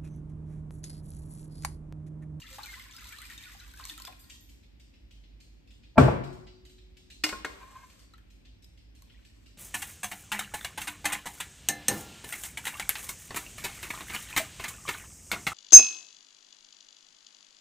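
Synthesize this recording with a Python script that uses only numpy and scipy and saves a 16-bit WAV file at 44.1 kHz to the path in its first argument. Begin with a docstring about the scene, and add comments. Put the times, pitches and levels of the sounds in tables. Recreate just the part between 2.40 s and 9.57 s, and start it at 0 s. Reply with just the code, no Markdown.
"""Topping up a pot of broth

Water poured from a glass jar drags air into broth in a stoneware pot: bubbles ring, spray fizzes.
The jar lands hard and sets a stone counter ringing. A steel spoon clinks on the pot, scrapes its
wall and stirs. A tap drips in the sink, an appliance hums, and hard kitchen walls reverberate."""
import sys
import numpy as np
from scipy import signal
from scipy.fft import rfft, irfft, next_fast_len
from scipy.io import wavfile
from scipy.ndimage import uniform_filter1d, map_coordinates

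SR = 44100
rng = np.random.default_rng(int(sys.argv[2]) if len(sys.argv) > 2 else 0)


def file_out(sig):
    """Save sig as 16-bit WAV at sys.argv[1]."""
    # one column per channel
    cols = np.atleast_2d(sig).T
    # limit, then scale
    lim = np.clip(cols, -1, 1)
    pcm = np.round(lim * 32767).astype(np.int16)
    wavfile.write(sys.argv[1], SR, pcm)


N = 316312
TIME = np.arange(N) / SR

# Levels are relative, ahead of each source's gains.
# Stereo width of noise and echoes, wide in the mids, alike in the treble: f/Hz, left-right correlation
STEREO_LIKENESS = [(60, 0.93), (180, 0.51), (550, -0.42), (1650, -0.129), (4970, -0.33), (6500, -0.73),
                   (7700, 0.76), (15000, 1)]
# Decay of kitchen, sink corner, pot hollow: f/Hz, t60/s
KITCHEN_T60 = [(100, 0.87), (500, 0.71), (2000, 0.79), (6000, 0.44), (14000, 0.33)]
SINK_T60 = [(2000, 0.19), (5000, 0.8), (12000, 0.48)]
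POT_T60 = [(600, 0.27), (2000, 0.073), (8000, 0.074)]
# Motor tones: f/Hz, level/dB
MOTOR_TONES = [(49, -55), (55, -60.5), (103, -73.5)]
# Room noise: f/Hz, level/dB
RUMBLE_SPECTRUM = [(15, -33), (25, -17), (37, -10.5), (59, 5), (76, -8), (107, -10.5), (140, -18.5),
                   (210, -17.5), (288, -17.5), (432, -31), (900, -58.5), (1170, -66.5), (1980, -120)]
AIR_SPECTRUM = [(290, -31.5), (500, 2), (1240, -9.5), (2430, -2.5), (4250, -9.5), (8720, -26.5),
                (12300, -21), (15500, -40.5)]
# Tap drops: t/s, level/dB, bubble f/Hz, treble tilt/(dB/oct)
TAP_DROPS = [(1.794, -46.5, 4750, 6.5), (1.899, -39.5, 2750, -8), (2.009, -51.5, 3500, 30),
             (2.0917, -50, 2270, -6), (2.232, -56.5, 4430, -21), (2.4, -51.5, 4700, -9.5),
             (2.5406, -55, 2970, -18), (2.71, -50, 2980, -12.5), (2.8383, -54.5, 2760, -23),
             (3.0042, -50, 4190, -8.5), (3.2756, -55.5, 4840, -11.5), (3.308, -52, 2840, -10.5),
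             (3.4345, -51.5, 3260, -22), (3.8395, -44, 2316, -10.5), (3.9284, -51.5, 3180, -7),
             (4.0706, -47, 4630, -22.5), (4.252, -49, 3137, -8), (4.2974, -52, 3113, -9),
             (4.3844, -52, 3350, -23), (4.571, -48, 3324, -11), (4.7033, -41.5, 4025, -12),
             (5.5005, -52, 2296, -7), (5.5947, -52.5, 4490, -6.5), (5.903, -55, 3940, -7),
             (6.052, -50, 3053, -17), (6.2238, -54, 3744, -5.5), (6.377, -53.5, 4885, -12.5),
             (6.5528, -53.5, 4153, -7), (6.698, -52.5, 3045, -26), (6.851, -50, 4380, -9),
             (7.061, -50.5, 2790, -9)]
# Drop spatter: f/Hz, level/dB
SPATTER_SPECTRUM = [(880, -46.5), (1500, -15.5), (2220, -8.5), (2490, -4), (4310, -7), (8880, -13),
                    (11300, -15), (13000, -19), (15500, -31)]
# Broth lapping, spoon scraping: t/s, level/dB
LAP_ENVELOPE = [(5.7, -59.5), (5.904, -75), (6.01, -69), (6.358, -105.5), (6.6, -61), (6.734, -61.5),
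                (7.17, -65)]
SCRAPE_ENVELOPE = [(5.1, -45), (5.12, -65), (5.23, -54), (5.256, -65), (5.286, -54.5), (5.374, -51),
                   (5.446, -52.5), (5.49, -82), (5.5, -74.5)]
# Moving broth, spoon impact: f/Hz, level/dB
SWISH_SPECTRUM = [(290, -43), (500, -11.5), (901, -22.5), (1060, -11), (1240, -16.5), (8240, -18),
                  (13000, -24.5), (15500, -55)]
CRACK_SPECTRUM = [(150, -37.5), (320, -8), (700, -6.5), (1500, -2.5), (2600, -4), (4500, -1), (8300, -3.5),
                  (12500, -6.5), (14500, -25.5), (15600, -45.5)]
# Rubbed pot wall: f/Hz, bandwidth/Hz, level/dB
WALL_RESONANCES = [(1045, 17.4, 16), (1560, 67, -2), (2130, 19, -2), (2400, 50, -6)]
# Spoon on pot: t/s, level/dB, brightest f/Hz, crack/dB, rolloff/(dB/oct), attack/s
SPOON_HITS = [(4.8374, -0.5, 2720, -12.5, 7.5, 0.0026), (4.862, -15, 2040, -9.5, 17, 0.0024),
              (4.889, -13.5, 2170, -9, 12, 0.0043), (4.9261, -8.5, 1104, -15, 16.5, .0015),
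              (5.0467, -8, 1640, -12, 17, 0.00064)]
# Modes of spoon and pot, of counter: f/Hz, level/dB, t60/s
CLINK_MODES = [(308.4, 0.5, 0.22), (460, -15, 0.1), (614, -17.5, 0.15), (1042, -20, .17), (1071, -18, 0.2),
               (1354, -14.5, .05), (1450, -10, 0.086), (1513, -16.5, .07), (1630, -3.5, 0.03),
               (1840, -4, 0.027), (2170, -15, 0.12), (2065, -16.5, 0.14), (2482, -1.5, 0.034),
               (2845, -11.5, 0.064), (3505, -5.5, 0.03), (4496, -7.5, 0.048), (5206, 0.5, 0.062),
               (5590, -17, 0.14), (6440, -17.5, 0.067), (8200, -2.5, 0.043)]
COUNTER_MODES = [(62.14, -3.5, 0.4), (88.6, 2.5, 0.13), (116, -6.5, .3), (132.1, 0, 0.4),
                 (171.16, -18, 0.22), (218.6, -10.5, 0.42), (241.2, -2.5, 0.09), (339, -13.5, 0.095),
                 (374, -11, 0.15), (413, -15, 0.15), (496.6, -14, 0.18), (640, -11.5, 0.076),
                 (663, -2.5, 0.034), (839, -4.5, 0.048), (1139, -13, 0.061), (1348, -8.5, 0.05),
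                 (1557, -10, 0.053), (2350, -10, .035)]
# Pot shaken by the counter: f/Hz, level/dB, t60/s
POT_MODE = (367, -42, 2.17)
# A faint tone near 650 Hz swells into the knock; the jar touches, lands, rocks, settles, bounces:
# t/s, level/dB, brightest f/Hz, thud/dB, rolloff/(dB/oct)
JAR_HITS = [(3.558, -28, 625, -16, 14), (3.567, -19, 650.5, -10, 11.5), (3.573, -13.5, 700, -3.5, 4.5),
            (3.5797, 3.5, 913, 14, 3.5), (3.584, -5.5, 800, 10.5, 2.5), (3.5912, -1.5, 110, 3, 3),
            (3.6799, -7.5, 699.5, 7, 4.5)]
# Thud colour: f/Hz, level/dB
THUD_SPECTRUM = [(24, -47.5), (40, -1), (207, -5), (273, -4), (359, -6.5), (621, -8), (778, -14),
                 (859, -10.5), (3650, -35), (8520, -42.5), (12700, -49.5), (15500, -103)]
# Thud decay: f/Hz, t60/s
THUD_DECAY = [(60, 0.032), (200, 0.49), (700, 0.44), (2500, 0.53), (8000, 0.36)]
# Slow bubbles: t/s, level/dB, start f/Hz, length/s, fractional pitch rise
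SLOW_BUBBLES = [(0.253, -56, 1500, 0.046, 0.09), (0.268, -46.5, 2110, 0.055, 0.016),
                (0.354, -55, 934, 0.042, 0.215), (0.366, -53, 1793, 0.037, 0.037),
                (.4, -52, 2060, 0.026, 0.02), (0.532, -57, 1310, 0.049, 0.03),
                (0.631, -59, 1340, 0.02, 0.08), (0.692, -51.5, 1230, 0.058, 0.38),
                (0.73, -51, 1630, .04, 0.17), (1.449, -43.5, 880, 0.0091, 0.39),
                (1.505, -48, 1860, 0.02, -0.04), (0.841, -47, 2320, 0.02, 0.069),
                (.915, -48.5, 2044, 0.017, 0.096), (0.999, -47, 2320, 0.018, 0.019),
                (1.056, -54.5, 1473, 0.025, -0.0027), (1.208, -58, 1454, 0.032, -0.018)]
# Single bubbles: t/s, level/dB, f/Hz, spray/dB
LOUD_BUBBLES = [(0.019, -37.5, 2810, -20), (0.067, -40, 3480, -21), (0.184, -30, 838, -15),
                (0.2322, -36, 4050, -7), (0.2355, -34, 4330, -14), (0.259, -37.5, 2335, -1),
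                (0.338, -32.5, 2010, -27), (0.397, -38, 2080, -4), (0.536, -45, 3570, -13),
                (0.565, -38, 4980, -2), (0.583, -40, 1550, -11), (0.691, -49.5, 1390, 9.5),
                (0.724, -36, 2290, -6), (0.786, -38, 4080, -7), (0.818, -41, 2040, -2),
                (0.9, -38, 1850, -2), (0.917, -45, 1460, -3), (0.978, -35.5, 3690, -11),
                (1.037, -39.5, 3650, -23.5), (1.054, -38, 2375, -12), (1.148, -45.5, 790, -19),
                (1.2, -40.5, 3980, -10.5), (1.237, -47, 2590, -22), (1.338, -41, 1530, -6),
                (1.397, -33, 1060, -28), (1.453, -40, 2250, 7), (1.499, -40.5, 2000, -24),
                (1.538, -45, 2450, -6), (1.578, -39.5, 1324, 2.5), (1.621, -44.5, 4420, 7.5),
                (1.59, -43, 3120, -19), (1.651, -35.5, 5020, 0.5), (1.676, -33.5, 1043, -6),
                (1.725, -43.5, 2480, -7), (1.84, -50, 4400, -6), (1.6, -39, 1050, -1),
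                (5.736, -43.5, 1344, -21), (5.781, -53, 1390, -6), (5.779, -55, 1730, -15),
                (6.622, -54.5, 1065, 6.5), (6.244, -48, 5100, -4.5), (6.745, -54, 1900, -21.5),
                (5.736, -48.5, 4010, -15), (5.782, -60, 3170, -22), (.189, -34.5, 1110, -14),
                (.287, -42, 1820, -17), (.33, -38, 1540, -22), (1.4905, -36, 4260, -11),
                (1.4972, -31.5, 3545, -8), (1.671, -34, 3474, -11), (1.679, -34, 737, -24),
                (1.7, -47, 610, -22)]
# Air in the emptying jar: t/s, level/dB, f/Hz, length/s
JAR_AIR_TONES = [(0.103, -58, 528, 0.057), (1.507, -55.5, 307, 0.034), (1.818, -71.5, 1861, 0.24)]
# Fizz and spray: f/Hz, level/dB
SPLASH_SPECTRUM = [(600, -14), (1000, 3.5), (1900, -2.5), (3800, 8.5), (5500, 2.5), (9300, 2), (11400, 5),
                   (13900, -4.5), (14600, -50), (15600, -48.5)]
# Poured stream: t/s, flow/dB, bubbling re flow/dB
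POUR_ENVELOPE = [(0.0, -46, -12.5), (0.182, -54.5, -12.5), (0.244, -49.5, -7), (0.482, -54, -10),
                 (0.828, -54, -4), (1.292, -58.5, -8.5), (1.484, -48.5, -11.5), (1.498, -43.5, -4.5),
                 (1.556, -61.5, -10), (1.68, -49.5, -10), (1.69, -87, -14), (1.72, -72, -17),
                 (1.85, -60, -25), (2.3, -100, -14)]
# Left channel re right: f/Hz, level/dB
STEREO_BALANCE = [(60, -3), (110, -1.5), (200, 5.5), (380, 6), (800, 0), (2400, 2.5), (5500, -1),
                  (15000, 1.5)]
# Treble swings in and out of phase, hollow near 10 kHz: f/Hz, left channel's lead/cycles
STEREO_PHASE = [(0, 0), (4300, .05), (4900, .6), (6800, .88), (7700, 1), (8500, 1.03), (9600, 1.5),
                (11100, 1.5), (12400, 1.98), (13700, 2.02), (15500, 2.5)]


def amp(db):
    return 10 ** (np.asarray(db) / 20)


def unit_rms(x):
    return x / np.sqrt(np.mean(x ** 2) + 1e-20)


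def log_interp(points, hz):
    """Interpolate (f/Hz, value) points on a log axis."""
    f, values = np.transpose(points)
    return np.interp(np.log(hz + 1), np.log(f + 1), values)


def envelopes(rows):
    """Each column per sample, plus a gate open over the table's span."""
    times, *columns = np.transpose(rows)
    gate = uniform_filter1d(1. * ((TIME >= times[0]) & (TIME <= times[-1])), size=2000, mode="nearest")
    return [np.interp(TIME, times, column) for column in columns] + [gate]


def wobble(rate_hz):
    """Smooth random curve."""
    return map_coordinates(rng.standard_normal(int(N * rate_hz / SR) + 4), [TIME * rate_hz])


def filtered(x, response):
    """Apply the gain response(f/Hz)."""
    n = x.shape[-1]
    size = next_fast_len(n + 8192)
    return irfft(rfft(x, size) * response(np.fft.rfftfreq(size, 1 / SR)), size)[..., :n]


def coloured(x, spectrum, tilt_db=lambda f: 0):
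    """x shaped by a spectrum and a tilt, rms 1."""
    return unit_rms(filtered(x, lambda f: amp(log_interp(spectrum, f) + tilt_db(f))))


def to_stereo(pair, spectrum):
    """Colour two independent noises and mix them as mid and side."""
    angle = lambda f: np.arccos(np.clip(log_interp(STEREO_LIKENESS, f), -1, 1)) / 2
    mid, side = filtered(
        pair, lambda f: amp(log_interp(spectrum, f)) * [np.cos(angle(f)), np.sin(angle(f))])
    return np.array([mid + side, mid - side])


def noise_tail(t60s, spectrum=((1, 0), (20000, 0)), length_s=.7):
    """Stereo noise, left energy 1, each frequency with its own decay."""
    n = int(length_s * SR)
    hz, t, bins = signal.stft(rng.standard_normal((2, n)), SR, nperseg=256)
    decay = amp(-60 * t / log_interp(t60s, hz)[:, None])
    tail = to_stereo(signal.istft(bins * decay, SR, nperseg=256)[1][:, :n], spectrum)
    return tail / np.linalg.norm(tail[0])


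def add(out, at_s, x):
    part = out[..., round(at_s * SR):][..., :x.shape[-1]]
    part += x[..., :part.shape[-1]]


def bubble(t, hz, t60_s, rise):
    """Ringing air pocket: soft onset, pitch climbing as it fades."""
    tone = np.sin(2 * np.pi * hz * t * (1 + rise * t / t60_s))
    return tone * amp(-60 * t / t60_s) * (1 - np.exp(-t * hz / 3))


def swarm(count, centre_hz, octaves, cycles, spread_db, span_s):
    """Small bubbles in clumps, rms 1 over the span."""
    delay, strength, pick = np.hsplit(rng.random((count, 3)), 3)
    clump = rng.random(count // 5)[(pick * (count // 5)).astype(int)]
    start = ((clump * span_s + 0.033 * delay) * SR).astype(int)
    hz = np.clip(centre_hz * 2 ** (octaves * rng.standard_normal((count, 1))), 900, 14000)
    t = np.arange(700) / SR
    bubbles = amp(-spread_db * np.log(strength + 0.0098)) * bubble(t, hz, cycles / hz, rise=0.12)
    x = np.bincount((start + np.arange(len(t))).ravel(), bubbles.ravel(), N)[:N]
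    return x / np.sqrt(np.mean(x[:int(span_s * SR)] ** 2))


def struck(modes, t, bright_hz, rolloff_db_oct):
    """Decaying modes; the blow's spot and hardness favour those near bright_hz."""
    out = np.zeros(len(t))
    for hz, db, t60_s in modes:
        mode_db = db - rolloff_db_oct * abs(np.log2(hz / bright_hz)) + rng.normal(0, 2.5)
        out += amp(mode_db - 60 * t / t60_s) * np.sin(2 * np.pi * hz * t)
    return out


def reverb(x, t60s, block_s, delay_s, tail_s):
    """Wall reflections, with a new tail for each block."""
    out, step = np.zeros((2, N)), round(block_s * SR)
    for i in range(0, N, step):
        block = x[None, i:i + step]
        if block.any():
            tail = noise_tail(t60s, length_s=tail_s)
            add(out, i / SR + delay_s, signal.fftconvolve(block, tail, axes=1))
    return out


def background():
    """Motor tones beat and waver over low rumble and faint air."""
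    hum = np.zeros(N)
    for hz, db in MOTOR_TONES:
        level = amp(db + 5 + 3.2 * wobble(3.01))
        hum += level * np.sin(2 * np.pi * (hz * TIME + rng.random() + 0.065 * wobble(3.1)))
    rumble = amp(-54.5) * unit_rms(to_stereo(rng.standard_normal((2, N)), RUMBLE_SPECTRUM))
    air = amp(-71) * unit_rms(to_stereo(rng.standard_normal((2, N)), AIR_SPECTRUM))
    return hum + rumble + air


def tap():
    """Drops spatter in a distant steel sink; mostly echo."""
    out, t = np.zeros((2, N)), np.arange(SR // 8) / SR
    for at_s, db, hz, treble_db_oct in TAP_DROPS:
        puff = rng.standard_normal(len(t)) * t / .012 * np.exp(-t / 0.0042)
        flicker = amp(2 * rng.standard_normal(64).repeat(128)[:len(t)])
        tilt_db = lambda f: (treble_db_oct + 7) * np.clip(np.log2(f / 4000 + .01), 0, 1.7)
        spatter = coloured(puff * flicker, SPATTER_SPECTRUM, tilt_db)
        plink = np.roll(bubble(t, hz, t60_s=0.017, rise=.08), 400)
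        drop = amp(-19.5) * spatter + amp(-3) * plink
        echo = signal.fftconvolve(drop[None], noise_tail(SINK_T60, length_s=.4), axes=1)
        add(out, at_s - .003, amp(db - 3.5) * drop)
        add(out, at_s - .003, amp(db + 3) * echo)
    return out


def stir():
    """Broth laps round the spoon: thin noise and tiny bubbles."""
    level_db, gate = envelopes(LAP_ENVELOPE)
    lap = coloured(rng.standard_normal(N) * amp(5 * wobble(40)), SWISH_SPECTRUM)
    tiny = swarm(count=1500, centre_hz=3200, octaves=.6, cycles=45, spread_db=1, span_s=7.1)
    return gate * amp(level_db) * (amp(-14) * lap + amp(-13.5) * tiny)


def spoon_scrape():
    """The edge rubs the pot wall into resonance; the broth swishes. Returns ring, swish."""
    ring_db, ring_gate = envelopes(SCRAPE_ENVELOPE)
    swish_db, swish_gate = envelopes([(5.08, -62.5), (5.66, -65.69)])
    friction = rng.standard_normal(N) * amp(2.2 * wobble(50))
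    wall = lambda f: sum(amp(db) * 1j * f * width_hz / (hz * hz - f * f + 1j * f * width_hz)
                         for hz, width_hz, db in WALL_RESONANCES)
    ring = unit_rms(filtered(friction, wall))
    swish = coloured(rng.standard_normal(N) * amp(1.5 * wobble(70)), SWISH_SPECTRUM)
    return ring_gate * amp(ring_db) * ring, swish_gate * amp(swish_db) * swish


def spoon_clinks():
    """Steel strikes stoneware. Returns ringing modes, contact cracks."""
    rings, cracks, t = np.zeros(N), np.zeros(N), np.arange(SR // 4) / SR
    for at_s, db, bright_hz, crack_db, rolloff_db_oct, attack_s in SPOON_HITS:
        tilt_db = lambda f: 7.14 * np.log2(bright_hz / 2800) * np.log2(f / 2000 + 0.0036)
        crack = coloured(rng.standard_normal(len(t)), CRACK_SPECTRUM, tilt_db)
        crack *= amp(-60 * t / 0.074) * (1 - np.exp(-t / 0.00057))
        ring = struck(CLINK_MODES, t, bright_hz, rolloff_db_oct) * (1 - np.exp(-t / attack_s))
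        add(rings, at_s, amp(db - 9.5) * ring)
        add(cracks, at_s, amp(db + crack_db - 10.5) * crack)
    return rings, cracks


def jar_landing():
    """The jar strikes the counter, which shakes the pot. Returns mono knock, stereo boom."""
    knock, boom, t = np.zeros(N), np.zeros((2, N)), np.arange(int(.8 * SR)) / SR
    for at_s, db, bright_hz, thud_db, rolloff_db_oct in JAR_HITS:
        ring = struck(COUNTER_MODES, t, bright_hz, rolloff_db_oct) * (1 - np.exp(-t * bright_hz))
        add(knock, at_s, amp(db - 5.5) * ring)
        thud = noise_tail(THUD_DECAY, THUD_SPECTRUM)
        add(boom, at_s, amp(db + thud_db) * thud * (1 - np.exp(-t[:thud.shape[1]] / 0.00036)))
    hz, db, t60_s = POT_MODE
    since_landing_s = np.clip(TIME - JAR_HITS[3][0], 0, None)
    pot = amp(db - 60 * since_landing_s / t60_s) * np.sin(2 * np.pi * hz * since_landing_s)
    return knock + pot, boom


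def gurgles():
    """Larger air pockets swell and fade, most rising in pitch."""
    out = np.zeros(N)
    for at_s, db, hz, length_s, rise in SLOW_BUBBLES:
        t = np.arange(int(length_s * SR)) / SR
        swell = amp(db - 2.5 + 2.4 * wobble(93)[:len(t)]) * np.sin(np.pi * t / length_s) ** 0.89
        add(out, at_s, swell * np.sin(2 * np.pi * hz * t * (1 + rise * t / length_s / 2)))
    return out


def glugs():
    """Loud bubbles, each with a wet slap near its pitch and a tick of spray. Returns plops, splats."""
    plops, splats, t = np.zeros(N), np.zeros(N), np.arange(SR // 16) / SR
    for at_s, db, hz, spray_db in LOUD_BUBBLES:
        slap_band = lambda f: amp(-9 * abs(np.log2(f / hz + .001)) - 11 * (f < .55 * hz))
        slap = unit_rms(filtered(rng.standard_normal(len(t)), slap_band))
        slap *= amp(-5.5 - 60 * t / 0.026) * (1 - np.exp(-t / 0.0034))
        tilt_db = lambda f: 3.4 * np.log2(f / 4000 + .01)
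        spray = coloured(rng.standard_normal(len(t)), SPLASH_SPECTRUM, tilt_db)
        spray *= amp(-60 * t / 0.0043) + amp(-11 - 60 * t / 0.05)
        plop = bubble(t, hz, t60_s=0.03 * (2000 / hz) ** 0.13, rise=0.0092)
        # Pockets split in two; big ones give a louder twin.
        twin = bubble(t, hz * rng.choice([.72, 1.36]), t60_s=0.052, rise=0.24) * 2000 / (2000 + hz)
        add(plops, at_s, amp(db - 1) * plop)
        add(plops, at_s + 0.0043, amp(db - 11.5) * twin)
        add(splats, at_s, amp(db) * (slap + amp(spray_db) * spray))
    return plops, splats


def pour():
    """The stream drags air under: bubble swarms, fizz, flying droplets, soft tones of the jar's air."""
    flow_db, bubbling_db, gate = envelopes(POUR_ENVELOPE)
    crackle = rng.standard_normal(N) * amp(3.8 * wobble(300) + 3.9 * wobble(25.5))
    fizz = coloured(crackle, SPLASH_SPECTRUM)
    large = swarm(count=240, centre_hz=2012, octaves=.385, cycles=90, spread_db=.5, span_s=2.1)
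    small = swarm(count=500, centre_hz=1.9 * 2012, octaves=.7, cycles=45, spread_db=1.5, span_s=2.3)
    droplets = swarm(count=260, centre_hz=7500, octaves=.55, cycles=24, spread_db=4.5, span_s=1.75)
    fizz_db = flow_db[0] + 0.86 * (flow_db - flow_db[0]) - 5
    spray = amp(fizz_db) * (fizz + amp(-6) * droplets)
    bubbling = amp(flow_db + bubbling_db) * (large + amp(-0.5) * small)
    out = gate * (spray + bubbling)
    for at_s, db, hz, length_s in JAR_AIR_TONES:
        t = np.arange(int(length_s * SR)) / SR
        swell = amp(db) * np.sin(np.pi * t / length_s)
        add(out, at_s, swell * np.sin(2 * np.pi * hz * t * (1 + 0.05 * t)))
    return out


def scene():
    """All sources, plus the echoes of pot and kitchen."""
    stream = pour() + stir()
    plops, splats = glugs()
    plops += gurgles()
    clinks, cracks = spoon_clinks()
    scrape, swish = spoon_scrape()
    spoon_tones, spoon_noise = clinks + scrape, cracks + swish
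    knock, boom = jar_landing()
    direct = stream + plops + splats + spoon_tones + spoon_noise + knock + boom
    pot_echo = amp(-4) * reverb(plops, POT_T60, block_s=.1, delay_s=.002, tail_s=.2)
    room_send = (amp(-2.5) * stream + amp(-10) * plops + amp(-7) * splats
                 + amp(-15) * spoon_tones + amp(-4.5) * spoon_noise
                 + amp(-15) * knock + amp(-10.5) * boom[0])
    room_echo = reverb(room_send, KITCHEN_T60, block_s=1 / 3, delay_s=.004, tail_s=.7)
    return direct + pot_echo + room_echo + tap() + background()


def record(dry):
    """Left-right level and phase offsets, bass cut, soft clip, band limit."""
    bass_hz, top_hz, ceiling = 45, 15700, 1.05
    half = np.array([[.5], [-.5]])
    balance = lambda f: amp(half * log_interp(STEREO_BALANCE, f))
    phase = lambda f: np.exp(2j * np.pi * half * np.interp(f, *np.transpose(STEREO_PHASE)))
    x = filtered(dry, lambda f: balance(f) * phase(f) * (1j * f / (bass_hz + 1j * f)) ** 2.43)
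    x = x / (1 + np.abs(x / ceiling) ** 6) ** (1 / 6)
    return filtered(x, lambda f: f < top_hz)


dry = scene()
out = record(dry)
file_out(out)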